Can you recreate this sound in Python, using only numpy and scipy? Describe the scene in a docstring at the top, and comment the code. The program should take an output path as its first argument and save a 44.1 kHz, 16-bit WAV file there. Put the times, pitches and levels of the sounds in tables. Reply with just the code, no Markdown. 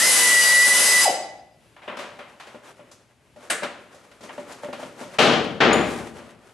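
"""An air ratchet whines and hisses, chirps down as its trigger is let go and rings out in a garage.
A hand then works in a wheel arch: knocks on the panel, cloth rubbing, a clack, two loud bangs and a steel clink.
The ratchet is sine orders of one motor plus exhaust noise; blows are noise bursts that ring resonances.
The clink is two dying sines, the cloth grainy noise; a quiet room and faint hum lie beneath it all.
A microphone pair with a fast gain control stands close by."""
import sys
import numpy as np
from scipy import signal
from scipy.fft import rfft, irfft, next_fast_len
from scipy.io import wavfile
from scipy.ndimage import uniform_filter1d, minimum_filter1d, map_coordinates

SR = 44100
rng = np.random.default_rng(int(sys.argv[2]) if len(sys.argv) > 2 else 0)


def natural_amplitude(level_db):
    """Convert a level in decibels to a linear amplitude factor, elementwise."""
    exponent = np.asarray(level_db, float) / 20
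    return 10 ** exponent


def file_out(sig):
    """Save sig as 16-bit WAV at sys.argv[1]."""
    # one column per channel
    cols = np.atleast_2d(sig).T
    # limit, then scale
    lim = np.clip(cols, -1, 1)
    pcm = np.round(lim * 32767).astype(np.int16)
    wavfile.write(sys.argv[1], SR, pcm)


N = 287973  # length [samples]


def unit(x):
    """Scale to rms 1."""
    return x / np.sqrt(np.mean(x ** 2) + 1e-20)


def along(points, hz):
    """Read (frequency [Hz], value) points on a log frequency axis."""
    f, v = np.transpose(points)
    return np.interp(np.log(hz + 1), np.log(f + 1), v)


def curves(rows):
    """One value per sample for each column after the time."""
    s, *cols = np.transpose(rows)
    return [np.interp(np.arange(N) / SR, s, c) for c in cols]


def wobble(rate):
    """A smooth random curve, rate knots a second."""
    knots = rng.standard_normal(int(N * rate / SR) + 4)
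    return map_coordinates(knots, [np.arange(N) * rate / SR])


def filtered(x, response):
    """x shaped by a real or complex response of frequency."""
    n = x.shape[-1]
    m = next_fast_len(n + 8192)
    return irfft(rfft(x, m) * response(np.fft.rfftfreq(m, 1 / SR)), m)[..., :n]


def shaped(x, points):
    """x coloured by (frequency [Hz], level [dB]) points."""
    return filtered(x, lambda f: natural_amplitude(along(points, f)))


def modes(table, f):
    """Causal response of (frequency [Hz], width [Hz], level [dB]) resonances, with alternating signs."""
    total = 0
    for k, (centre, width, db) in enumerate(table):
        damping = 1j * f * width
        total = total + (-1) ** k * natural_amplitude(db) * damping / (centre * centre - f * f + damping)
    return total


def pair(n):
    """Stereo noise, as alike left and right as sound in this garage."""
    # left-right likeness of sound in the garage: (frequency [Hz], correlation)
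    alike = [(40, 0.54), (100, 0.7), (230, 0.94), (870, 0.85), (3300, 0.69), (9000, .75), (12500, 0.24)]

    def mid_side(hz):
        turn = np.arccos(np.clip(along(alike, hz), -1, 1)) / 2
        return np.array([np.cos(turn), np.sin(turn)])

    mid, side = filtered(rng.standard_normal((2, n)), mid_side)
    return np.array([mid + side, mid - side])


def tail():
    """A fresh one-second garage tail, starting at rms 1: each frequency dies at its own speed."""
    # reverberation of the garage: (frequency [Hz], time to fall 60 dB [s])
    garage = [(100, 1.44), (300, 0.83), (1000, 0.68), (3000, 0.62), (6000, 0.55), (12000, 0.32)]
    hz, t, z = signal.stft(pair(SR), SR, nperseg=256)
    decay = natural_amplitude(-60 * t / along(garage, hz)[:, None])
    return signal.istft(z * decay, SR, nperseg=256)[1][:, :SR]


def add(out, s, pan_db, x):
    """Mix a stereo event in at time s, the left louder than the right by pan_db."""
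    part = out[:, round(s * SR):][:, :x.shape[1]]
    part += x[:, :part.shape[1]] * natural_amplitude([[pan_db / 2], [-pan_db / 2]])


def motor_whine(t):
    """Vane motor: a gliding whine of wavering level; further orders grow in as the rotor reaches speed."""
    # whine as heard in the garage, its level wavering with the echoes:
    # (time [s], pitch [Hz], level [dB])
    whine = [(0, 1715, -22.5), (.025, 1978, -19), (.06, 2060, -19.5), (.15, 2001, -23), (.33, 1964, -13),
             (.42, 1950, -14), (.6, 1960, -10.5), (.75, 1990, -16.5), (.84, 2008, -20), (.97, 1981, -12),
             (1.02, 1974, -18), (1.04, 1983, -27)]
    # further motor orders: (multiple of the whine, level [dB])
    orders = [(.5, -42), (1.5, -33.5), (2, -37.5), (2.5, -28), (3, -35), (4, -31), (4.5, -33.5), (5, -29),
              (5.5, -32)]
    spin_up_s, flutter_db = 0.04, 4.5
    hz, whine_db = curves(whine)
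    phase = 2 * np.pi * np.cumsum(hz) / SR
    further = 0
    for k, db in orders:
        level = natural_amplitude(db + flutter_db * wobble(25))
        further = further + level * np.sin(k * (phase + 0.63 * wobble(40.01)))
    return natural_amplitude(whine_db) * np.sin(phase) + (1 - np.exp(-t / spin_up_s)) * further


def exhaust_air():
    """Air leaving the exhaust: coloured noise whose level wavers quickly and slowly."""
    # colour of the exhaust hiss: (frequency [Hz], relative level per Hz [dB])
    exhaust = [(65, -71.5), (110, -36), (233, -19), (367, -20), (601, -12), (663, -15), (1710, -12.5),
               (1920, -8), (2080, -10), (2300, -12.5), (9710, -9.5), (11400, -11.5), (12300, -16.5),
               (16000, -51), (22000, -120)]
    level = natural_amplitude(-18.5 + 0.56 * wobble(40) + 0.25 * wobble(2.9))
    return level * unit(shaped(pair(N), exhaust))


def rundown(t, since):
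    """The slowing rotor: a falling sine that swells and fades, and the last gasps of the vanes."""
    # last gasps of the vanes: (time [s], level [dB])
    puffs = [(1.082, -12.5), (1.104, -15.5)]
    start_hz, sag_hz_per_s, level_db = 1000, 13500, -16
    rise_s, fade_s = 0.0083, 0.041
    down_hz = np.clip(start_hz - sag_hz_per_s * since, 0, None)
    swell = np.clip(since / rise_s, 0, 1) ** 2 * np.exp(-(since / fade_s) ** 3)
    chirp = swell * natural_amplitude(level_db + 2.6 * wobble(180)) * np.sin(2 * np.pi * np.cumsum(down_hz) / SR)
    # each puff is a few cycles of the exhaust port's own pitch
    for s, db in puffs:
        chirp += natural_amplitude(db) * np.exp(-((t - s) / 0.0025) ** 2) * np.sin(2 * np.pi * 720 * (t - s))
    return chirp


def ratchet():
    """Whine and exhaust until the valve shuts, then the rundown; both excite the garage."""
    release_s, close_s = 1.047, 0.0067  # the trigger is let go; the valve takes this long to shut
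    t = np.arange(N) / SR
    since = np.clip(t - release_s, 0, None)
    valve = np.clip(1 - since / close_s, 0, 1)
    running = valve * (motor_whine(t) + exhaust_air())
    chirp = rundown(t, since)
    room = np.pad(tail(), ((0, 0), (500, 0))) / np.sqrt(SR)  # the tail comes 500 samples late

    def echo(x):
        return signal.fftconvolve(x, room, axes=1)[:, :N]

    return running + chirp + natural_amplitude(9.5) * echo(running) + natural_amplitude(11) * echo(chirp[None])


def bangs():
    """A sharp near clack and two heavy blows: noise bursts that also ring a large metal body."""
    # blows: (time [s], level [dB], room [dB], body ring [dB], left minus right [dB])
    blows = [(3.499, -3, -9.5, -9.5, 0), (5.185, 2.5, 9.5, -6.5, 2.5), (5.603, 3, 8.5, -2.5, 2.5)]
    # colour, one list for each blow: (frequency [Hz], level per Hz [dB])
    colours = [
        [(35, -66), (60, -45), (208, -17.5), (386, -13), (602, -3), (877, -13.5), (1670, -1), (2380, -8),
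         (3040, -10), (5520, -18.5), (8610, -10.5), (12000, -23), (15600, -58), (22000, -120)],
        [(24, -69), (40, -37), (160, -14), (490, -6.5), (579, -2), (809, -11), (1050, -9.5), (2150, -12),
         (3080, -9), (12000, -40), (15600, -77.5), (22000, -120)],
        [(24, -58.5), (40, -28), (386, -6), (435, -3), (809, -10), (2050, -9.5), (3300, -14), (5860, -29.5),
         (9450, -49), (12000, -120), (15600, -150), (22000, -120)],
    ]
    # resonances of the metal body: (frequency [Hz], width [Hz], level [dB])
    metal = [(234, 26, -5), (347, 18, 4.5), (458, 5.8, 1), (577, 19, 2.5), (785, 34, -2.5), (1182, 10, 3.5),
             (1760, 37, -24), (3096, 26, -18), (4430, 91, -38)]
    out, t = np.zeros((2, N)), np.arange(SR) / SR
    for (s, db, room_db, ring_db, pan_db), colour in zip(blows, colours):
        burst = pair(SR) * natural_amplitude(-60 * t / 0.156)
        blow = (burst + natural_amplitude(room_db) * tail()) * (1 - np.exp(-t / 0.003))

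        def struck(f):
            body = natural_amplitude(ring_db) * modes(metal, f) / (1 + 1j * f / 4000) ** 2
            return natural_amplitude(along(colour, f)) + body

        add(out, s, pan_db, natural_amplitude(db) * filtered(blow, struck))
    return out


def clink():
    """A small steel part: dying sines, their garage tail and a tick of treble noise."""
    # ringing of the steel: (frequency [Hz], level [dB], time to fall 60 dB [s])
    steel = [(6940, -17, 0.052), (8670, -35.5, 0.14)]
    out, t = np.zeros((2, N)), np.arange(SR) / SR
    ring = sum(natural_amplitude(db - 60 * t / t60) * np.sin(2 * np.pi * hz * t) for hz, db, t60 in steel)
    room = signal.fftconvolve(ring[None], tail(), axes=1)[:, :SR] / np.sqrt(SR)
    tick = filtered(pair(SR) * natural_amplitude(-60 * t / 0.042) + 0.68 * tail(), lambda f: f > 6000)
    add(out, 5.731, 0, ring + natural_amplitude(8.5) * room + natural_amplitude(-34.5) * tick)
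    return out


def knocks():
    """Each knock is a short burst plus its garage tail; both and a sharp click also ring the panel."""
    # knocks: (time [s], overall level [dB], panel ring [dB], snap at 6 kHz [dB], room [dB])
    hits = [(1.764, -32, -12, -31, -4), (1.819, -31, -3, -28, 0), (1.877, -16.5, 6, -36, -3),
            (1.969, -20, 0, -20.5, -9), (1.989, -19, 4.5, -19.5, -2), (2.034, -27, -5, -23, -9),
            (2.19, -22, 2.5, -29, -5.5), (2.398, -25.5, -4, -19, -3.5), (2.47, -29.5, 5, -19, -5.5),
            (2.544, -31.5, 16, -41, -10), (2.793, -36.5, 14.5, -41, -3.5), (2.914, -36, 10, -4.5, -8.5),
            (3.196, -56, 21, -25, -9.5), (3.361, -41, 22, -15, -5), (3.429, -50, 26.5, -3, -1),
            (3.621, -23, 14, -28, -17), (3.631, -9, 5.5, -23, -11), (3.944, -38.5, 14.5, -9.5, -4.5),
            (4.113, -34, 5, -19, -14.5), (4.207, -35.5, 15, -12, -1), (4.236, -30.5, 15.5, -13, -4),
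            (4.292, -21, -3, -48, -12), (4.379, -29.5, 21.5, -25, -6), (4.394, -39, 25, -30, -8),
            (4.519, -28, 2, -9.5, -10), (4.634, -27.5, 20.5, -33, -12), (4.649, -33.5, 19.5, -30, -2.5),
            (4.686, -38, 31, -36, -7), (4.728, -18, 6.5, -21.5, -9), (4.794, -36.5, 22, -9.5, -1),
            (4.828, -23.5, 15.5, -24, -11), (5.01, -30, 19, -11.5, -2), (5.135, -30, 3, -31, -0.5),
            (6.19, -31.5, 11, -25, -2), (6.289, -36, 3, -25, -4.5)]
    # resonances of the panel: (frequency [Hz], width [Hz], level [dB])
    panel = [(248, 26, -8.5), (477, 32, -10), (587, 26, 1), (900, 73, -10.5), (1432, 46, -15.5),
             (1790, 200, -21.5)]
    # bass of a knock, raised by the panel ring: (frequency [Hz], level [dB])
    thud = [(50, -43), (130, -23), (300, -13)]
    # middle of a knock: (frequency [Hz], level [dB])
    mids = [(800, -2), (1600, -5.5), (3000, -9)]
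    burst_t60_s, snap_fall_db = 0.14, 10  # the snap falls this much from 6 to 12 kHz
    out, t = np.zeros((2, N)), np.arange(SR) / SR
    click = 3 * np.exp(-t / 0.00012)
    for s, db, ring_db, snap_db, room_db in hits:
        burst = pair(SR) * natural_amplitude(-60 * t / burst_t60_s) * (1 - np.exp(-t / 0.0011))
        room = natural_amplitude(room_db) * tail() * (1 - np.exp(-t / 0.0089))
        bass = [(hz, level + ring_db) for hz, level in thud]
        snap = [(6000, snap_db), (12000, snap_db - snap_fall_db)]
        direct = shaped(burst + room, bass + list(mids) + snap)
        ring = filtered(burst + 0.55 * room + click, lambda f: modes(panel, f) / (1 + 1j * f / 2500) ** 2)
        add(out, s, 0, natural_amplitude(db) * (direct + natural_amplitude(ring_db) * ring))
    return out


def rubbing():
    """Sleeve and glove brush along tyre and panel in short grainy strokes that linger a little."""
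    # strokes: (time [s], level [dB], time to fall 17 dB [s])
    brushes = [(1.855, -65, 0.057), (2.292, -56.5, .051), (2.655, -48.5, 0.078), (2.78, -57, .056),
               (3.455, -53, 0.16), (3.934, -55.5, .058), (4.042, -58, 0.027), (4.242, -44, .052),
               (4.362, -50, 0.13), (4.506, -52.5, 0.1), (4.648, -48, 0.053), (4.816, -45.5, 0.099),
               (5.006, -48.5, 0.12), (5.137, -52.5, 0.14), (5.444, -45, .019), (5.881, -38, 0.26),
               (6.163, -50, .053), (6.268, -56, 0.12), (6.467, -70, 0.12)]
    # how busy the arm is, heard as a faint rustle: (time [s], level [dB])
    stir = [(1.6, -83.5), (1.8, -61.5), (2.5, -59), (3.2, -70), (3.8, -61), (5.1, -52), (6.53, -59.5)]
    # colour of the cloth: (frequency [Hz], relative level per Hz [dB])
    fabric = [(100, -27), (400, 2.5), (1500, -2.5), (4000, -13), (8000, -17), (12000, -23)]
    t = np.arange(N) / SR
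    strokes = natural_amplitude(curves(stir)[0])
    for s, db, length in brushes:
        side_s = length * np.where(t < s, 0.4, 1)  # quicker in than out
        strokes = strokes + natural_amplitude(db) * np.exp(-2 * ((t - s) / side_s) ** 2)
    cloth = unit(shaped(pair(N), fabric))
    # threads catch and let go, about 60 times a second
    catches = rng.random(N) < 60 / SR
    snags = 1 + 0.89 * signal.fftconvolve(catches, np.exp(-t[:SR // 50] / 0.0016))[:N]
    return natural_amplitude(2.3 * wobble(27)) * snags * strokes * cloth


def hush():
    """The quiet garage: coloured noise, swelling a little, with faint hum of unsteady level and phase."""
    # hum: (frequency [Hz], level [dB])
    tones = [(60, -79.5), (119, -69.5)]
    # colour of the quiet: (frequency [Hz], relative level per Hz [dB])
    quiet = [(25, -28), (60, -9), (110, -2.5), (250, -5.5), (600, -11), (1200, -17.5), (2500, -15),
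             (6000, -25), (12000, -27.5)]
    t = np.arange(N) / SR
    hum = sum(natural_amplitude(db + 2.9 * wobble(7.2)) * np.sin(2 * np.pi * hz * t + wobble(28)) for hz, db in tones)
    return hum + natural_amplitude(-61 + 1.8 * wobble(7.8)) * unit(shaped(pair(N), quiet))


def scene():
    """All sources at the microphone pair."""
    return ratchet() + bangs() + clink() + knocks() + rubbing() + hush()


def low_pass(x):
    """Removes everything above the highest recorded frequency."""
    return signal.sosfilt(signal.butter(12, 13210, fs=SR, output="sos"), x)


def record(dry):
    """Overall tone and left-right balance; gain control squeezes loud passages, peaks clip softly."""
    # overall tone, with a steep low-pass near 12.3 kHz: (frequency [Hz], level [dB])
    tone = [(20, -8), (60, 2), (150, 2), (4800, 0), (5500, 0), (6300, 1), (11800, 2), (12300, -9),
            (12500, -53.5)]
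    # the left port hears more bass: (frequency [Hz], left minus right [dB])
    left_lead = [(60, 6.5), (150, 2.5), (400, 2), (1200, 2), (4000, 1.5), (12000, 1)]
    sides = np.array([[0.5], [-0.5]])
    x = filtered(dry, lambda f: natural_amplitude(along(tone, f) + along(left_lead, f) * sides))
    loud = np.sqrt(np.abs(uniform_filter1d(np.mean(x ** 2, 0), size=600)))
    # about two thirds of the decibels above -16 dB are taken away
    need = np.minimum(1, natural_amplitude(-16.0) / (loud + 1e-9)) ** 0.67
    gain = uniform_filter1d(minimum_filter1d(need, size=500), size=500)
    levelled = x * gain
    mix = levelled / (1 + np.abs(levelled / 0.95) ** 6) ** (1 / 6)  # soft clip towards 0.95
    return low_pass(mix)


dry = scene()
out = record(dry)
file_out(out)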